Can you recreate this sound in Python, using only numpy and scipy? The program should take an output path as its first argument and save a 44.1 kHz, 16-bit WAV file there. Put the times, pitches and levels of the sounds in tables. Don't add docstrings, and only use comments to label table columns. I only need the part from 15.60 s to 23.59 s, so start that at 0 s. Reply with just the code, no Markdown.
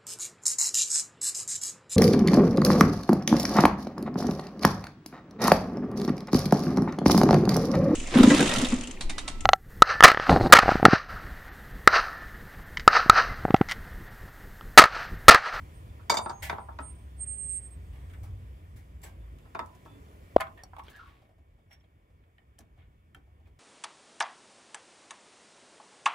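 import sys
import numpy as np
from scipy import signal
from scipy.io import wavfile
from scipy.ndimage import uniform_filter1d

SR = 44100
rng = np.random.default_rng(int(sys.argv[2]) if len(sys.argv) > 2 else 0)


def attenuation_scalar(level_db):
    decades = np.asarray(level_db, float) / 20
    return 10 ** decades


def unload_audio(sound):
    columns = np.transpose(np.atleast_2d(sound))
    steps = np.round(np.clip(columns, -1, 1) * 32767)
    wavfile.write(sys.argv[1], SR, steps.astype(np.int16))


N = 352359

# (time [s], level [dB])
TRAFFIC_LEVEL = [(0, -44), (.27, -43), (.6, -50), (.95, -42), (1.2, -50), (1.44, -46.5), (2.07, -51.5),
                 (2.34, -42.5), (2.55, -45.5), (2.67, -38), (2.95, -47.5), (3.6, -47.5), (3.9, -51),
                 (4.76, -53), (5.6, -58), (6.5, -61), (7.2, -58.5), (7.99, -58)]
# (time [s], gain [dB])
WASH_HISS_GAIN = [(0, 3), (1, -0.5), (2.6, 0), (3.4, -3), (4.35, 0.5), (4.8, 1), (5.1, -4.5), (5.45, -3.5),
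                  (5.75, -11), (7.99, -10)]
# (frequency [Hz], level [dB per Hz])
RUMBLE_COLOUR = [(19, -42), (32, -17), (47, -3), (76, 8), (92, 0.5), (113, -9.5), (260, -36.5), (340, -52),
                 (570, -120)]
WASH_COLOUR = [(90, -29), (140, -4.5), (205, -11), (300, -9.5), (700, -17), (860, -22), (980, -18),
               (1570, -24.5), (1870, -22), (2060, -25), (2300, -24), (2700, -28.5), (3600, -29.5),
               (3900, -49)]
HISS_COLOUR = [(2500, -30), (3600, -1), (6500, -3), (8000, -3), (12600, -5), (15600, -5), (15900, -40)]
# (frequency [Hz], level [dB])
HUM_TONES = [(1825, -93.5), (2239, -87.5)]
# (frequency [Hz], likeness [0 to 1])
LIKENESS = [(60, 1), (180, 1), (550, .6), (1650, 0.6), (4970, 0.14), (15000, 0.29)]

# (time [s], level [dB], bass level [dB], treble level [dB], time to fall 60 dB [s])
SLIDES = [(0.0973, -55, -65, -63, 0.1), (0.8258, -29, -33, -31, 0.34), (2.3316, -56.5, -56, -65, 1),
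          (2.5358, -45, -72, -51, 0.1), (2.6319, -51, -46, -50, 0.24), (3.1624, -54.5, -59.5, -53, 0.32),
          (3.4336, -40.5, -41.5, -40.5, 0.26), (4.2603, -63, -60, -57, 0.09),
          (4.8027, -31.5, -43, -39, 0.14), (4.975, -49, -46, -62, 0.21), (5.188, -44, -44, -48, 0.093),
          (5.235, -63, -66, -61, 0.35), (5.298, -60, -62, -49, 0.17), (5.362, -51, -50, -49.5, 0.12),
          (5.47, -56.5, -61, -69, 0.54), (6.111, -46.5, -51, -58, 0.17), (6.1292, -49.5, -60, -49.5, 0.089),
          (7.0045, -58.5, -62.5, -61.5, 0.1), (7.185, -59, -59, -82, 0.26), (7.2173, -59, -75.5, -82, 0.18),
          (7.8565, -60.5, -63.5, -75.5, 0.15)]
# (time [s], level [dB], pitch of the part [Hz], bass level [dB], treble level [dB])
SPINDLE_TICKS = [
    (0.3944, -66, 1240, -48, -77),
    (1.84, -72, 5950, -76, -62),
    (2.497, -56, 3150, -69, -60),
    (3.4165, -61, 7440, -58, -55),
    (3.7861, -60, 2500, -69, -64),
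    (4.249, -62, 3300, -70, -65),
    (3.8987, -72, 910, -77, -70.5),
    (4.0594, -68, 927, -71, -58),
    (4.149, -72, 1000, -72, -59.5),
]
# (time [s], level [dB],
# pitch of the part [Hz], bass level [dB], treble level [dB])
SHORT_KNOCKS = [(3.948, -49, 1450, -70, -57), (3.9913, -46, 1450, -70, -44.5),
                (4.7803, -44, 1070, -33, -73), (4.807, -31, 1720, -50, -31.5),
                (4.815, -30, 1970, -44, -42), (4.8682, -43.5, 1080, -34.5, -70),
                (5.0355, -62, 5500, -43.5, -42.5), (5.1329, -73.5, 980, -40.5, -94),
                (5.1652, -47, 1010, -41, -61), (5.1835, -50, 900, -46, -59),
                (5.194, -40.5, 1030, -44, -60), (5.2823, -40, 2980, -46, -57),
                (5.6527, -59, 1100, -63.5, -84.5), (6.2081, -60, 3070, -63.5, -77),
                (6.2406, -57.5, 3150, -60, -89), (6.4898, -76, 2234, -76, -83),
                (6.6372, -61, 1870, -69.5, -85.5), (6.782, -53, 1837, -59.5, -78),
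                (6.985, -56, 1740, -65, -58), (6.989, -70, 1100, -66, -45), (7.006, -57, 6500, -65, -56),
                (7.5467, -49, 1400, -70, -52)]
# (frequency [Hz], width [Hz], level [dB])
ANSWERING_PARTS = [(1500, 300, -1.5), (1746, 270, 1), (2120, 370, 1), (2720, 180, -13), (3150, 200, -6)]
# (time [s],
# level [dB], pitch [Hz])
FINGER_BUMPS = [(5.616, -61, 611), (5.689, -64.5, 674), (5.779, -65, 665), (5.881, -75, 692),
                (5.979, -67, 630), (6.1, -63.5, 730), (6.235, -70, 660), (6.321, -83, 635),
                (6.496, -77, 546), (6.785, -73.5, 722), (6.99, -60, 696), (7.172, -63, 710),
                (7.549, -64, 750), (7.666, -69, 704), (7.796, -68.5, 732), (7.865, -69, 590),
                (1.2, -46.5, 298), (3.44, -53.5, 360), (4.0, -50.5, 282), (4.15, -56.5, 240),
                (4.25, -53, 220), (7.0, -54.5, 202), (7.56, -58.5, 296), (7.869, -60, 327), (6.5, -66, 300)]

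# (time at full
# voice [s], hold [s], level [dB], pitch [Hz], time to fall 60 dB [s])
BRAKE_SQUEALS = [(0.151, 0.013, -67.5, 8580, .4), (0.634, 0.025, -50.5, 8620, 0.052),
                 (0.687, .002, -57, 8580, 0.14), (0.735, 0.075, -62.5, 6526, .03),
                 (0.805, 0.012, -69, 8600, .05), (1.005, .02, -66, 8620, .3),
                 (1.235, 0.067, -48.5, 8624, 0.12), (1.342, .002, -66, 8580, 0.56),
                 (1.613, 0.027, -35, 8510, 0.047), (1.626, .002, -56.5, 7570, .08),
                 (1.678, 0.051, -36.5, 8500, 0.35), (1.785, 0.081, -38, 8480, 0.2),
                 (1.895, 0.085, -34.5, 8464, 0.13), (1.988, 0.078, -47, 8460, 0.11),
                 (2.111, 0.023, -56, 8460, 0.11), (2.191, 0.48, -80.5, 8440, .1),
                 (3.607, 0.044, -78.5, 3530, .06), (4.279, 0.073, -73, 3490, .2),
                 (6.128, 0.01, -62, 5560, 0.091), (0.837, 0.065, -53, 2000, .05),
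                 (4.277, 0.065, -77, 2610, .1), (4.319, 0.091, -61.5, 288.3, 0.11),
                 (4.35, 0.3, -68, 440, .1)]
# (time [s], pitch [Hz], level [dB])
ENGINE_NOTE = [(0.7, 76, -70), (0.87, 71, -50), (1.36, 65.43, -46.5), (2.32, 60.9, -46),
               (2.69, 62.8, -54.5), (3.07, 59.57, -51.5), (3.3, 60.74, -57.5), (3.5, 55.3, -47.5),
               (3.8, 56.4, -41)]

# (time [s], casting knock [dB], steel ring [dB], crack [dB], ring time to fall 60 dB [s])
FREE_CONTACTS = [
    (0.499, -18.5, -25, -30, 0.19),
    (0.503, -26, -26, -29, 0.22),
    (0.522, -23, -34.5, -36, 0.19),
    (0.544, -29, -33.5, -33.5, 0.097),
    (0.572, -24.5, -29, -47.5, 0.078),
    (0.592, -29, -46, -58, 0.26),
    (0.662, -27, -56, -46, 0.092),
    (0.697, -29, -43.5, -55, 0.054),
]
# (favoured pitch [Hz], fall on either side [dB per octave])
FREE_FAVOURED = [(4700, 3), (3600, 3), (5000, 8.5), (7810, 12), (4560, 7.5), (5500, 4.5), (3700, 22),
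                 (4150, 12)]
# (time [s], casting knock [dB], steel ring [dB], crack [dB])
HELD_CONTACTS = [
    (0.899, -26, -46, -28.5),
    (0.929, -29.5, -63, -43),
    (0.984, -32, -68.5, -52),
    (1.088, -39.5, -80, -82),
    (1.19, -33, -66, -42.5),
    (3.856, -55.5, -83, -64.5),
    (3.951, -31, -58.5, -42),
    (3.994, -30, -62, -40),
    (4.031, -44, -96, -74),
    (4.262, -45, -82, -63),
]
STEEL_MODES_HZ = [2266, 3009, 3630, 4735, 5400, 6002, 6745, 7318, 8590, 9615, 11765, 12350, 13465]
# (level [dB], share of the ring time)
STEEL_VOICE = [(-3.5, 1.1), (-12.5, 0.26), (-7.5, 1.11), (0, 0.75), (-16, 0.67), (-10, 0.97), (-7, 1.1),
               (-10.5, 2.1), (-8.5, 0.83), (-15.5, 0.23), (-14, 0.496), (-19, .6), (-14.5, 1)]
CASTING_MODES_HZ = [215, 281, 355, 441, 580, 628, 682, 792, 878, 925, 1000, 1063, 1185, 1300, 1367, 1520,
                    1700, 1980]
# (level [dB], time to fall 60 dB [s])
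CASTING_VOICE = [(-17.5, 0.16), (-32.5, 0.13), (-13, 0.12), (-19, 0.15), (-15.5, 0.099), (-10, 0.17),
                 (-11.5, 0.26), (-10.5, 0.24), (-5.5, .11), (-3.5, 0.14), (1, 0.037), (-11, 0.3),
                 (-7, 0.08), (-14, 0.16), (-9, 0.099), (-11, 0.059), (-14.5, 0.078), (-23.5, 0.055)]

# (time [s], level [dB], frequency [Hz], time to fall 60 dB [s])
SINGLE_PINGS = [(0.499, -25, 4760, 0.1), (0.499, -27, 2240, .12), (4.975, -50, 1800, 0.093),
                (4.99, -50, 1860, 0.085), (5.005, -53, 1790, 0.062), (5.283, -52, 1500, .02),
                (3.992, -47, 5300, 0.022), (3.992, -52, 6700, .015), (3.948, -40, 1380, 0.023),
                (3.991, -41, 1400, .025), (3.998, -40, 900, 0.037), (1.188, -37, 1450, .03),
                (1.19, -42.5, 1295, 0.13), (1.192, -52, 2500, 0.064), (1.188, -53, 3750, .02),
                (6.985, -57, 1735, .06), (6.985, -59, 3140, .04), (6.989, -59, 5814, 0.056),
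                (6.989, -60, 6600, .03), (6.989, -62, 10400, .03), (7.006, -60, 1703, .03),
                (7.547, -46, 1344, .035), (7.547, -53, 1525, .06), (7.547, -53, 2330, .06),
                (5.1335, -45, 745, .03), (5.184, -33, 860, .035), (5.194, -33, 900, .025),
                (5.199, -34, 1080, .035), (5.282, -44, 422, .018), (4.815, -46.5, 4600, .02),
                (4.816, -30.5, 2100, 0.039), (4.803, -46, 4440, 0.016), (0.899, -52, 4800, .05),
                (1.189, -57, 4830, 0.053), (3.439, -46, 7720, .08), (3.46, -56, 1590, 0.19),
                (4.8065, -36, 4620, .016), (4.8065, -35, 3060, .016), (5.035, -41, 740, 0.031),
                (5.035, -44, 4500, 0.029), (5.035, -44, 5700, .03), (5.035, -52, 8110, .03),
                (5.236, -60, 5600, .03), (5.236, -66, 8200, .03), (5.283, -56, 3040, .03),
                (6.782, -62, 3030, 0.044), (7.547, -48.5, 3170, 0.047), (7.547, -50, 1750, 0.039),
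                (7.86, -68, 2450, .08),
                (.57, -30, 3638, .08), (.57, -37, 2263, .04), (.571, -38, 4742, .07),
                  (.57, -42, 7316, .08), (.543, -38, 6749, .06), (.499, -34, 3638, .07),
                  (.522, -30, 580, .09), (.499, -28, 600, .09), (.898, -42, 3400, .025),
                  (.898, -40, 2500, .025), (.898, -48, 6100, .03), (.662, -50, 3638, .09),
                  (3.991, -47, 3625, .1), (3.949, -48, 2450, .06), (3.992, -46, 1800, .05),
                  (3.992, -52, 2800, .06), (7.547, -54, 2690, .03), (5.282, -47, 3300, .013),
                  (5.282, -50, 1400, .013), (.898, -38, 1900, .02), (1.188, -48, 2900, .025),
                  (6.2, -70, 5550, .06), (3.952, -42, 600, .08)]
# (time [s], level [dB], after-swing level [dB])
BLOW = [
    (4.7644, .2, -5.7),
    (4.76422, -.9, -12),
]
# (frequency [Hz], level [dB], time to fall 60 dB [s])
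CLACK_MODES = [(651, -5, .1), (791, -3, .07), (1039, -1, .09), (1265, -7, .13), (1560, -8, .05),
               (1432, -13, .1), (1750, -4, .06), (1950, -8, .05), (2148, -8, .08), (2514, -17, .1),
               (3000, -18, .06)]
# (time [s], sliding pitch [Hz], pressure [dB])
DRAG_PATH = [(5.22, 1090, -89), (5.32, 1600, -64), (5.338, 1680, -51), (5.383, 1640, -51),
             (5.395, 1380, -49), (5.47, 1250, -56.5), (5.52, 1096, -64), (5.57, 1127, -77),
             (5.68, 1160, -91)]
TRAY_MODES_HZ = np.array([1130, 1370, 1650])
# (frequency [Hz], time to fall 60 dB [s])
SHOP_DECAY = [(200, .25), (1000, 0.27), (3000, 0.1), (12000, 0.05)]


def evened(x):
    return x / np.sqrt(np.mean(x ** 2) + 1e-20)


def read(points, hz):
    f, value = np.transpose(points)
    return np.interp(np.log(hz + 1), np.log(f + 1), value)


def add(mix, s, sound):
    part = mix[..., round(s * SR):][..., :sound.shape[-1]]
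    part += sound[..., :part.shape[-1]]


def columns(rows):
    s, *rest = np.transpose(rows)
    t = np.arange(s[0], s[-1], 1 / SR)
    return s[0], [np.interp(t, s, c) for c in rest]


def resonate(x, hz, width_hz):
    turn = np.exp(2j * np.pi * np.cumsum(hz * np.ones(x.shape[-1])) / SR)
    r = np.exp(-np.pi * width_hz / SR)
    return 2 * (turn * signal.lfilter([1 - r], [1, -r], x / turn + 1e-18)).real


def band(x, lo_hz, hi_hz, order=3):
    sos = signal.butter(order, [lo_hz, min(hi_hz, SR / 2.2)], "band", fs=SR, output="sos")
    return evened(signal.sosfilt(sos, x))


def grain(size, depth_db):
    flicker = uniform_filter1d(uniform_filter1d(rng.standard_normal(size), size=70), size=50)
    return evened(attenuation_scalar(depth_db * evened(flicker)))


def ring(modes, t, scatter_db, turns, beat=0):
    hz, db, t60 = np.transpose(modes)[:, :, None]
    luck, apart = rng.standard_normal((2, len(modes), 1))
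    sides = np.array([-.5, .5])[:, None, None]
    phase = rng.random(luck.shape) + turns * apart * sides
    beating = 1 + beat * np.cos(2 * np.pi * (45.4 * apart * t + 7 * phase[0]))
    x = attenuation_scalar(db + scatter_db * luck - 60 * t / t60) * beating * np.sin(2 * np.pi * (hz * t + phase))
    return x.sum(1) / np.sqrt(np.sum(attenuation_scalar(db) ** 2))


def from_right(x):
    return np.array([np.roll(x[0], 18), x[1]])


def background():
    frames, hz = N // 512 + 5, np.fft.rfftfreq(2048, 1 / SR)
    a, b, c, d, patches = rng.standard_normal((frames, 1025, 5)).T
    patches = evened(uniform_filter1d(uniform_filter1d(patches, size=20, axis=0), size=6, axis=1))
    same = np.clip(read(LIKENESS, hz), .3, 1)[:, None]
    left = a + 1j * b
    right = same * left + np.sqrt(1 - same ** 2) * (c + 1j * d)
    z = np.array([left, right]) * attenuation_scalar(1.2 * patches)
    t = np.arange(N) / SR
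    gain_db = np.interp(t, *np.transpose(WASH_HISS_GAIN))
    traffic_db = np.interp(t, *np.transpose(TRAFFIC_LEVEL))
    out = sum(attenuation_scalar(db) * np.sqrt(2) * np.sin(2 * np.pi * f * t) for f, db in HUM_TONES) * np.ones((2, 1))
    layers = [(RUMBLE_COLOUR, traffic_db, from_right), (WASH_COLOUR, -59 + gain_db, from_right),
              (HISS_COLOUR, -75 + 1.4 * gain_db, np.array)]
    for colour, db, place in layers:
        layer = signal.istft(z * attenuation_scalar(read(colour, hz))[:, None], nperseg=2048, noverlap=1536)[1][:, :N]
        out = out + place(evened(layer)) * attenuation_scalar(db)
    return out


def handling(rows, rise_s, snap, ring_db, grain_db, edge_hz, top_hz):
    out, t = np.zeros((2, N)), np.arange(SR // 3) / SR
    for s, db, hz, bass_db, treble_db, t60 in rows:
        z = rng.standard_normal((3, len(t)))
        z = (z[0] + 1.4 * z[1:]) * grain(len(t), grain_db)
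        parts = evened(sum(attenuation_scalar(p_db) * resonate(resonate(z, f, w), f, w) / np.sqrt(w)
                           for f, w, p_db in ANSWERING_PARTS))
        burst = attenuation_scalar(db - 2.5) * (parts + .88 * band(z, 1000, 3500, order=4))
        burst += attenuation_scalar(treble_db - 20 * t / t60) * band(z, edge_hz, top_hz, order=2)
        burst *= 1 + snap * np.exp(-t / 0.0037)
        burst += attenuation_scalar(bass_db + 12 * t / t60) * band(z, 610, 1500)
        own_db = bass_db if hz < 1300 else db if hz < 4000 else treble_db
        burst += attenuation_scalar(own_db + ring_db - 15 * t / t60) * evened(resonate(resonate(z, hz, 260), hz, 260))
        rise = np.sin(np.pi / 2 * np.minimum(t / rise_s, 1)) ** 2
        add(out, s - rise_s / 2, burst * attenuation_scalar(-7 - 60 * t / t60) * rise)
    return out


def squeal(s, hold, db, hz, t60):
    t = np.arange(-.06, hold + t60, 1 / SR)
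    z = rng.standard_normal((2, SR))
    drift = evened(uniform_filter1d(z[0], size=3000))[:len(t)]
    hz = hz - 140 * t
    fuzz = evened(resonate(resonate(z[1, :len(t)], hz, 400), hz, 400))
    tone = np.sqrt(2) * np.sin(2 * np.pi * np.cumsum(hz) / SR + np.outer([1, 0], drift)) + 0.002 * fuzz
    shape_db = 895.5 * np.minimum(t, 0) - 60 * np.maximum(t - hold, 0) / t60
    return s + t[0], attenuation_scalar(db + shape_db) * tone * attenuation_scalar([[-5], [3]])


def vehicle():
    out, note = np.zeros((2, N)), np.zeros((2, N))
    for row in BRAKE_SQUEALS:
        add(out, *squeal(*row))
    s, (hz, db) = columns(ENGINE_NOTE)
    tone = np.sqrt(2) * np.sin(2 * np.pi * np.cumsum(hz) / SR)
    add(note, s, attenuation_scalar(db) * tone * signal.windows.tukey(len(hz), .1))
    return out + from_right(note)


def spanner():
    out, t = np.zeros((2, N)), np.arange(SR // 3) / SR
    long = np.arange(SR // 2) / SR
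    casting = [(hz, *row) for hz, row in zip(CASTING_MODES_HZ, CASTING_VOICE)]
    contacts = [(*row, *spot) for row, spot in zip(FREE_CONTACTS, FREE_FAVOURED)]
    # ring time 0.12 s, only modes near the jaw's 3630 Hz
    contacts += [(*row, 0.12, 3630, 38) for row in HELD_CONTACTS]
    next_times = [row[0] for row in contacts[1:]] + [N]
    for (s, knock_db, ring_db, crack_db, t60, spot_hz, narrow_db), later in zip(contacts, next_times):
        knock = ring(casting, t, 1.6, .22, beat=.5) * (.7 + 1.2 * np.exp(-t / .012))
        knock *= np.minimum(t / .003, 1) * grain(len(t), 3.2)
        steel = [(hz, db - narrow_db * abs(np.log2(hz / spot_hz)), share * t60)
                 for hz, (db, share) in zip(STEEL_MODES_HZ, STEEL_VOICE)]
        steel = ring(steel, t, 1.2, .15, beat=.3) * grain(len(t), 1.5)
        z = rng.standard_normal((3, len(t)))
        z = (z[0] + 1.4 * z[1:]) * grain(len(t), 2.2)
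        grit = attenuation_scalar(-3 - .27 * narrow_db - 60 * t / .089) * band(z, 2400, 7200, order=2)
        grit *= np.minimum(t / 0.0037, 1)
        stifle = attenuation_scalar(-60 * np.maximum(t - (later - s), 0) / 0.017) * np.minimum(t / 0.00031, 1)
        crack = band(z, 1150, 2400, order=2) * (attenuation_scalar(-60 * t / 0.057) + attenuation_scalar(-60 * t / 0.0027))
        crack += attenuation_scalar(-11 - 60 * t / 0.022) * band(z, 2500, 4400, order=2)
        cover = attenuation_scalar(knock_db - 26 - 60 * long / .74) * np.sin(2 * np.pi * 997 * long) * (1 - 2 * long)
        add(out, s, cover)
        clink = attenuation_scalar(knock_db) * knock + attenuation_scalar(ring_db + 3.5) * (steel + grit) * stifle + attenuation_scalar(crack_db) * crack
        add(out, s - .002, clink)
    return out


def pings():
    out, t = np.zeros((2, N)), np.arange(SR // 5) / SR
    for s, db, hz, t60 in SINGLE_PINGS:
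        add(out, s, attenuation_scalar(db) * ring([(hz, 0, t60)], t, 0, .14) * np.minimum(t / .001, 1))
    return out


def bumps():
    out, t = np.zeros((2, N)), np.arange(SR // 8) / SR
    for s, db, hz in FINGER_BUMPS:
        z = rng.standard_normal((3, len(t)))
        hollow = evened(resonate(z[0] + 0.38 * z[1:], hz, 67))
        add(out, s, hollow * attenuation_scalar(db + 1.5 - 60 * t / 0.15) * np.minimum(t / 0.0041, 1))
    return out


def thump():
    s, db, after_db = np.transpose(BLOW)[:, :, None]
    t = np.arange(N) / SR - s
    blow = np.exp(-.5 * ((t - .0003) / .00077) ** 2)
    after = attenuation_scalar(after_db) * np.clip(t / .0012, 0, 1) * np.clip((4.7679 - s - t) / .0004, 0, 1)
    swing = np.cos(2 * np.pi * t * (560 + 24000 * t))
    edge = attenuation_scalar(-38) * band(rng.standard_normal(N), 1400, 4000, order=2)
    edge = edge * np.exp(-.5 * ((t - .0005) / .0015) ** 2)
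    return attenuation_scalar(db) * (np.maximum(blow, after) * (swing + 0.021) + edge)


def clack():
    out, t = np.zeros((2, N)), np.arange(SR // 4) / SR
    length_s, tail = .021, .22
    pressed = np.clip((length_s - t) / .004 + 1, 0, 1)
    push = np.minimum(t / .007, 1) ** 2 * (tail + (1 - tail) * pressed)
    held = attenuation_scalar(60 * np.minimum(t, length_s) / .15)
    sound = ring(CLACK_MODES, t, 0, 0.16, beat=.3) * held * push * grain(len(t), 3.5)
    add(out, 4.799, attenuation_scalar(-31.5) * sound / np.sqrt(np.mean(sound[:, :SR // 30] ** 2)))
    return out


def drag():
    out, (s, (hz, tray_db)) = np.zeros((2, N)), columns(DRAG_PATH)
    fade_db = 43 * np.arange(len(hz)) / SR
    rub_db = -61.5 + .1 * (tray_db - tray_db[0]) - fade_db
    z = rng.standard_normal((2, len(hz)))
    z = (z + .5 * z[::-1]) * grain(len(hz), 2.5)
    tray = sum(evened(resonate(resonate(z, f, 250), f, 210)) * np.exp(-((hz - f) / 170) ** 2)
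               for f in TRAY_MODES_HZ)
    sound = attenuation_scalar(tray_db - 3.5) * tray + attenuation_scalar(rub_db) * band(z, 640, 3800)
    add(out, s, sound * signal.windows.tukey(len(hz), .2))
    return out


def shop(x):
    taps = np.zeros((2, SR // 2))
    at = np.arange(200, SR // 2 - 20, 20) + rng.integers(0, 20, (2, (SR // 2 - 201) // 20))
    np.put_along_axis(taps, at, rng.choice([-1., 1.], at.shape), 1)
    hz, t, z = signal.stft(taps, SR, nperseg=256)
    tail = signal.istft(z * attenuation_scalar(-60 * t / read(SHOP_DECAY, hz)[:, None]), SR, nperseg=256)[1]
    return signal.fftconvolve(x, tail / np.linalg.norm(tail[0]), axes=1)[:, :N]


def drop_bands(x):
    def part(x, hz):
        return signal.sosfiltfilt(signal.butter(4, hz, "band", fs=SR, output="sos"), x)

    power = uniform_filter1d((part(x, (8200, 8800)) ** 2).mean(0), size=1500)
    for db, hz in ((-55, (10200, 11000)), (-45, (9300, 10300)), (-41, (10900, 11900))):
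        loud = uniform_filter1d(1. * (power > attenuation_scalar(2 * db)), size=400)
        x = x - part(x, hz) * loud
    return x


def scene():
    touches = [(*row, 0.13) for row in SPINDLE_TICKS] + [(*row, .04) for row in SHORT_KNOCKS]
    slides = [(s, db, 1912, *rest) for s, db, *rest in SLIDES]
    hands = handling(touches, rise_s=0.00076, snap=0.25, ring_db=-0.75, grain_db=2, edge_hz=5000, top_hz=13000)
    hands += handling(slides, rise_s=.012, snap=0.097, ring_db=-8, grain_db=1.2, edge_hz=2300, top_hz=15000)
    hands += pings() + bumps() + clack() + drag()
    steel = spanner()
    echo = shop(attenuation_scalar(-11) * steel + attenuation_scalar(-12) * hands)
    return background() + vehicle() + steel + hands + echo + thump()


def band_limit(x):
    return signal.sosfilt(signal.butter(12, 16630, fs=SR, output="sos"), x)


def record(dry):
    before, after = (signal.sosfilt(signal.butter(2, hz, "high", fs=SR, output="sos"), dry) for hz in (50, 24))
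    mix = drop_bands(np.where(np.arange(N) < 4.72 * SR, before, after))
    low_pass = signal.firwin(255, 15900, window=("kaiser", 6), fs=SR)
    mix = signal.oaconvolve(mix, low_pass[None], "same")
    return band_limit(mix)


dry = scene()
out = record(dry)
unload_audio(out)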